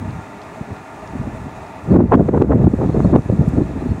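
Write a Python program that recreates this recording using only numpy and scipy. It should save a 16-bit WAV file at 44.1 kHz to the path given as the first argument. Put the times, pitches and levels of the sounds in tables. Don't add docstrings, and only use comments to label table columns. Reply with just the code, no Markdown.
import sys
import numpy as np
from scipy import signal
from scipy.fft import rfft, irfft
from scipy.io import wavfile
from scipy.ndimage import uniform_filter1d, minimum_filter1d

SR = 44100
rng = np.random.default_rng(int(sys.argv[2]) if len(sys.argv) > 2 else 0)


def voltage_ratio(level):
    return 10 ** (np.asarray(level, float) / 20)


def bounce(signal):
    frames = np.transpose(np.atleast_2d(signal))
    limited = np.clip(frames, -1, 1)
    pcm = np.round(limited * 32767).astype(np.int16)
    wavfile.write(sys.argv[1], SR, pcm)


N = 176400

# (centre [s], width [s], level [dB], edge of the rumble [Hz])
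LIGHT_EDDIES = [(0.056, 0.05, -24, 197), (0.108, 0.053, -25.5, 209), (0.178, 0.058, -27, 180),
                (0.615, 0.017, -22, 237), (0.712, 0.034, -25.5, 233), (1.159, 0.047, -25.5, 314),
                (1.214, 0.049, -26, 190), (1.278, 0.02, -20.5, 268), (1.462, 0.015, -25, 280),
                (1.615, 0.023, -32, 188)]
GUST_EDDIES = [(1.914, 0.019, -9.5, 246), (1.959, 0.067, -6, 347), (2.008, 0.03, -1, 380),
               (2.051, 0.025, -6.5, 240), (2.13, 0.019, 2.5, 640), (2.152, 0.013, 7, 272),
               (2.174, 0.008, -4, 284), (2.201, 0.034, -3, 365), (2.291, 0.011, -8.5, 426),
               (2.347, 0.028, -6, 450), (2.376, 0.018, -8.5, 510), (2.421, 0.035, -8, 390),
               (2.447, 0.0057, -6.5, 338), (2.501, 0.014, -6.5, 246), (2.52, 0.025, -7, 487),
               (2.554, 0.027, -5.5, 267), (2.61, 0.046, -11.5, 250), (2.647, 0.015, 0, 196),
               (2.674, 0.014, 2, 261), (2.739, 0.0096, -5.5, 290), (2.829, 0.052, -14.5, 370),
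               (2.862, 0.004, -13.5, 257), (2.893, 0.0068, -8, 236),
               (2.964, 0.035, -13, 410), (3.004, 0.0046, -8, 405), (3.048, 0.0092, -12.5, 415),
               (3.061, 0.032, -9.5, 233), (3.098, 0.0069, -16, 410), (3.14, 0.019, -1, 336),
               (3.16, 0.0054, 4, 303), (3.187, 0.014, -9.5, 262), (3.256, 0.011, -18, 225),
               (3.299, 0.012, -9, 257), (3.327, 0.03, -13, 256), (3.409, 0.052, -9.5, 258),
               (3.482, 0.0083, -7.5, 220), (3.545, 0.044, -18, 249), (3.58, 0.018, -7, 287),
               (3.614, 0.039, -12, 356), (3.69, 0.036, -27, 217), (3.768, 0.021, -22, 362),
               (3.826, 0.021, -21, 333), (3.864, 0.014, -15.5, 348), (3.908, 0.025, -12.5, 178),
               (3.96, 0.087, -25.5, 219)]
EDDY_FLOOR_HZ, EDDY_EDGE_SHARE, EDDY_FALL = 49, 0.89, 1.78
EDDY_LUMPS_DB, EDDY_FIZZ_DB, FIZZ_REACH = 4, -31.5, 3.5

# (time [s], height over full scale [dB], pitch [Hz], gain afterwards [dB])
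SLAPS = [
    (1.9624, -3, 250, -2),
    (1.9696, 1, 330, -7),
    (2.0072, 6, 300, -8.5),
    (2.1400, 8, 350, -4),
    (2.1545, 4, 200, -7),
    (2.2920, 1, 300, -7),
    (2.4222, 20, 360, -7.5),
    (2.6440, -1, 160, -4),
    (3.1600, 0, 180, -2.5),
    (3.5784, 0, 200, -2.5),
]

# (time [s], peak [dB], edge [Hz], length [s])
FLUTTERS = [(1.892, -24, 700, 0.018), (1.939, -20, 800, 0.011), (1.956, -13, 1000, 0.019),
            (2.003, -2.5, 653, 0.0061), (2.077, -30.5, 700, .012), (2.096, -20, 693, 0.013),
            (2.121, 4.5, 1060, 0.011), (2.139, -0.5, 1100, 0.011), (2.191, -9.5, 650, 0.013),
            (2.285, -9.5, 515, .009), (2.346, -11.5, 800, 0.0084), (2.364, -22.5, 900, .006),
            (2.377, -11.5, 1200, 0.0046), (2.418, -2.5, 900, 0.0081), (2.502, -15.5, 600, 0.0085),
            (2.518, -6.5, 950, 0.012), (2.532, -12, 900, 0.01), (2.584, -23.5, 650, 0.014),
            (2.61, -17, 704, 0.016), (2.641, -15.5, 750, 0.0088), (2.667, -12, 750, 0.013),
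            (2.732, -23.5, 650, 0.014), (2.812, -18.5, 700, .01), (2.834, -18.5, 750, 0.021),
            (2.888, -23, 690, 0.015), (2.9, -20, 800, 0.0087), (2.949, -17, 600, 0.019),
            (2.993, -19, 600, .008), (3.048, -12.5, 680, 0.0099), (3.092, -22, 650, .012),
            (3.133, -12, 850, 0.0094), (3.151, -14, 900, 0.022), (3.321, -20, 520, 0.013),
            (3.374, -29, 650, .013), (3.569, -20.5, 600, 0.023), (3.603, -19.5, 600, 0.017)]
FLUTTER_RISE_S, FLUTTER_FALL = 0.002996, 1.603
FLUTTER_FLOOR_HZ, FLUTTER_CEILING_HZ = 380, 3800

# (time [s], level [dB])
TURBULENCE_LEVEL = [(0, -26.5), (.2, -43), (.27, -66), (.6, -42), (.85, -59), (1.08, -35), (1.2, -28),
                    (1.5, -35.5), (1.7, -46), (1.86, -31), (1.9, -15), (2.3, -13.5), (2.6, -12),
                    (2.78, -20), (3.17, -14), (3.23, -29.5), (3.45, -18.5), (4, -31.5)]
# (frequency [Hz], level [dB])
PORT_SPECTRUM = [(25, -39), (45, 2.5), (65, 2.5), (200, -2), (400, -13), (800, -27), (2000, -46),
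                 (5000, -110)]

# (time [s], level [dB])
RUSH_LEVEL = [(0, -37), (1, -37), (2, -37.5), (3, -40), (4, -38)]
# (time [s], level [dB])
GRASS_LEVEL = [(0, -57), (.8, -57), (1.8, -57.5), (2.3, -56), (2.7, -58), (3, -55), (3.4, -56.5), (4, -57)]
# (frequency [Hz], level [dB])
TREE_SPECTRUM = [(30, -11), (100, 4), (250, 5), (500, -4.5), (800, 2), (1500, -12), (2600, -13)]
GRASS_SPECTRUM = [(2950, -35), (3600, -21.5), (4400, -28.5), (5100, -30), (6700, -24), (9500, -31.5),
                  (12800, -48.5), (15800, -53)]
# (resonance [Hz], width [Hz], level [dB])
HOLLOWS = [(302, 11, -8.5), (410, 10, -6.5), (640, 31.4, -1.5), (750, 16, -10), (899, 51, -3.5),
           (1202, 100, -6), (1397, 12, -10), (1725, 59, -11.5), (1924, 130, -11.5), (2470, 64, -19),
           (2720, 120, -20)]

# (time [s], peak [dB], resonance [Hz], 60 dB decay [s])
TICKS = [
    (.1062, -39, 3850, .02),
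    (0.416, -39, 3770, 0.046),
    (.432, -46, 5000, 0.027),
    (.765, -47, 5000, .02),
    (1.075, -38, 4700, 0.018),
    (1.285, -49, 4500, 0.0195),
    (1.665, -44, 4600, 0.022),
    (3.2206, -43, 3900, 0.017),
    (3.4887, -42, 9930, .014),
    (3.489, -38, 6300, 0.01),
]

# (start [s], length [s], start pitch [Hz], end pitch [Hz], level [dB])
CHIRPS = [
    (1.9, .03, 4200, 4550, -52),
    (2.925, .022, 4350, 4150, -55),
    (3.03, .025, 4350, 4150, -55),
    (3.06, .03, 3900, 3750, -59),
    (3.1, .05, 4250, 4250, -60),
    (3.56, .025, 4150, 4250, -58),
    (3.61, .035, 3950, 4150, -56),
    (3.78, .06, 4050, 4100, -59),
    (3.86, .075, 4180, 4320, -58),
]

# (time [s], level [dB])
INSECT_LEVEL = [(0, -83), (.5, -77), (.9, -80), (1.6, -78), (2, -82), (2.2, -89), (3.2, -85), (3.5, -78),
                (4, -82)]
INSECT_HZ, INSECT_PULSES_PER_S = 15400, 28

FULL_SCALE, BASS_CUT_HZ, CUTOFF_HZ = .893, 50, 15730
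LIMITER_SHARE, LIMITER_SPAN = .8, 220
RECOVERY_DB_PER_S, GAIN_ATTACK_S = 32, .0015


def rms_one(x):
    return x / np.sqrt(np.mean(x ** 2) + 1e-20)


def in_time(rows):
    s, v = np.transpose(rows)
    return np.interp(np.arange(N) / SR, s, v)


def drift(rate):
    r = np.exp(-80 * np.pi * rate / SR)
    noise = rng.standard_normal(N // 40 + 2002)
    slow = signal.lfilter([1], [1, -2 * r, r * r], noise)[2000:]
    return np.interp(np.arange(N) / 40, np.arange(len(slow)), rms_one(slow))


def coloured(points):
    hz, db = np.transpose(points)
    grid_hz = np.arange(N // 2 + 1) * SR / N
    return voltage_ratio(np.interp(np.log(grid_hz + 1), np.log(hz), db))


def patchy(shape, shared_db, own_db, rate):
    octave = np.log2(np.arange(N // 2 + 1) * SR / N + 1)
    spectrum = rfft(rng.standard_normal(N)) * shape
    together, out = drift(rate), 0
    for centre in range(4, 15):
        share = np.clip(1 - abs(octave - centre), 0, 1)
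        swell = voltage_ratio(shared_db * together + own_db * drift(rate))
        out = out + irfft(spectrum * share, N) * swell
    return rms_one(out)


def resonate(x, hz, width_hz):
    r = np.exp(-np.pi * width_hz / SR)
    zeros = np.array([1, 0, -1]) * (1 - r * r) / 2
    poles = [1, -2 * r * np.cos(2 * np.pi * hz / SR), r * r]
    return signal.lfilter(zeros, poles, x)


def eddies():
    out, f = np.zeros(N), np.arange(4097) * SR / 8192
    lumps = voltage_ratio(EDDY_LUMPS_DB * np.array([drift(87), drift(180)]))
    air = np.pad(rng.standard_normal((2, N)) * lumps, [(0, 0), (4096, 4096)])
    bell_time = (np.arange(8192) - 4096) / SR
    falls = np.array([[EDDY_FALL / 2], [1.45]])
    for s, width, db, hz in LIGHT_EDDIES + GUST_EDDIES:
        start = int(s * SR)
        bell = np.exp(-4 * np.log(2) * (bell_time / width) ** 2)
        edges = np.array([[EDDY_EDGE_SHARE], [FIZZ_REACH]]) * hz
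        colour = (1 + (f / edges) ** 4.0) ** -falls
        colour = colour * f ** 2 / (f ** 2 + (.33 * hz) ** 2)
        colour = colour * f ** 2 / (f ** 2 + EDDY_FLOOR_HZ ** 2)
        low, fizz = irfft(rfft(air[:, start:start + 8192]) * colour)
        puff = bell * (low + voltage_ratio(EDDY_FIZZ_DB) * fizz * bell)
        puff = voltage_ratio(db) * puff / np.sqrt(np.sum(puff ** 2) / np.sum(bell ** 2))
        out[max(start - 4096, 0):start + 4096] += puff[max(4096 - start, 0):4096 + N - start]
    return out


def slaps():
    t, out = np.arange(N) / SR, np.zeros(N)
    for s, db, hz, _ in SLAPS:
        cycles = hz * (t - s)
        out -= voltage_ratio(db) * np.sin(2 * np.pi * cycles) * np.exp(-2.5 * cycles ** 2)
    return out


def flutters():
    out, t, f = np.zeros(N + 4096), np.arange(4096) / SR, np.arange(2049) * SR / 4096
    for (s, db, hz, length), noise in zip(FLUTTERS, rng.standard_normal((len(FLUTTERS), 4096))):
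        colour = (1 + (f / hz) ** 5.4) ** (-FLUTTER_FALL / 2)
        colour = colour * f ** 4 / (f ** 4 + FLUTTER_FLOOR_HZ ** 4)
        colour = colour / (1 + (f / FLUTTER_CEILING_HZ) ** 6)
        rise = 1 - np.exp(-(t / FLUTTER_RISE_S) ** 2)
        flare = irfft(rfft(noise) * colour) * rise * np.exp(-(t / length) ** 2)
        start = int((s - FLUTTER_RISE_S) * SR)
        out[start:start + 4096] += voltage_ratio(db) * flare / abs(flare).max()
    return out[:N]


def turbulence():
    rumble = patchy(coloured(PORT_SPECTRUM), shared_db=1.5, own_db=2.0, rate=25)
    return voltage_ratio(in_time(TURBULENCE_LEVEL)) * rumble


def rush():
    trees = patchy(coloured([*TREE_SPECTRUM, (3300, -50)]), shared_db=.4, own_db=.5, rate=8)
    grass = patchy(coloured([(2300, -55), *GRASS_SPECTRUM]), shared_db=0.5, own_db=1.2, rate=6.9)
    song = np.zeros(N)
    for hz, width, db in HOLLOWS:
        whistle = rms_one(resonate(rng.standard_normal(N), hz, width))
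        song += voltage_ratio(db + 0.79 * drift(4.1)) * whistle
    return voltage_ratio(in_time(RUSH_LEVEL)) * (trees + voltage_ratio(-4.5) * song) + voltage_ratio(in_time(GRASS_LEVEL)) * grass


def flag():
    out, t = np.zeros(N + SR), np.arange(4000) / SR
    for (s, db, hz, t60), noise in zip(TICKS, rng.standard_normal((len(TICKS), len(t)))):
        puff = noise * voltage_ratio(-60 * t / t60)
        tick = resonate(resonate(puff, hz, 0.58 * hz), hz, 0.58 * hz)
        start = int(s * SR)
        out[start:start + len(t)] += voltage_ratio(db) * tick / abs(tick).max()
    return out[:N]


def bird():
    out, t, flutter = np.zeros(N), np.arange(N) / SR, voltage_ratio(3.5 * drift(120))
    for s, length, from_hz, to_hz, db in CHIRPS:
        u = np.clip((t - s) / length, 0, 1)
        cycles = length * (from_hz * u + (to_hz - from_hz) * u * u / 2)
        out += voltage_ratio(db) * np.sin(np.pi * u) * np.sin(2 * np.pi * cycles)
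    return out * flutter


def insect():
    phase = np.cumsum(INSECT_PULSES_PER_S * (1 + .15 * drift(8))) / SR
    gate = (.5 + .5 * np.cos(2 * np.pi * phase)) ** 1.5 * voltage_ratio(2.5 * drift(10))
    hiss = resonate(resonate(rng.standard_normal(N), INSECT_HZ, 1300), INSECT_HZ, 1300)
    return voltage_ratio(in_time(INSECT_LEVEL)) * rms_one(gate * hiss)


def scene():
    wind = eddies() + slaps() + flutters() + turbulence()
    return (wind + rush() + flag() + bird() + insect())[None]


def roll_off(x):
    return signal.sosfilt(signal.butter(12, 17070, fs=SR, output="sos"), x)


def record(dry):
    t = np.arange(N) / SR
    gains = []
    for s, _, hz, db in SLAPS:
        recovery = np.minimum(db + RECOVERY_DB_PER_S * (t - s), 0)
        gains.append(np.where(t > s + .5 / hz, recovery, 0))
    r = np.exp(-1 / (GAIN_ATTACK_S * SR))
    gain_db = signal.lfilter([1 - r], [1, -r], np.min(gains, axis=0))
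    bass_cut = signal.butter(4, BASS_CUT_HZ, "high", fs=SR, output="sos")
    x = signal.sosfilt(bass_cut, dry) * voltage_ratio(gain_db)

    in_slap = np.any([abs(t - s) < 1 / hz for s, _, hz, _ in SLAPS], axis=0)
    share = np.where(in_slap, LIMITER_SHARE, 1.03)
    peak = -minimum_filter1d(-abs(x), size=LIMITER_SPAN)
    over = np.maximum(peak / FULL_SCALE, 1)
    x = x * uniform_filter1d(over ** -share, size=LIMITER_SPAN)
    x = np.clip(x, -FULL_SCALE, FULL_SCALE)
    x = irfft(rfft(x) * (np.arange(N // 2 + 1) * SR / N < CUTOFF_HZ), N)
    return roll_off(x)


dry = scene()
out = record(dry)
bounce(out)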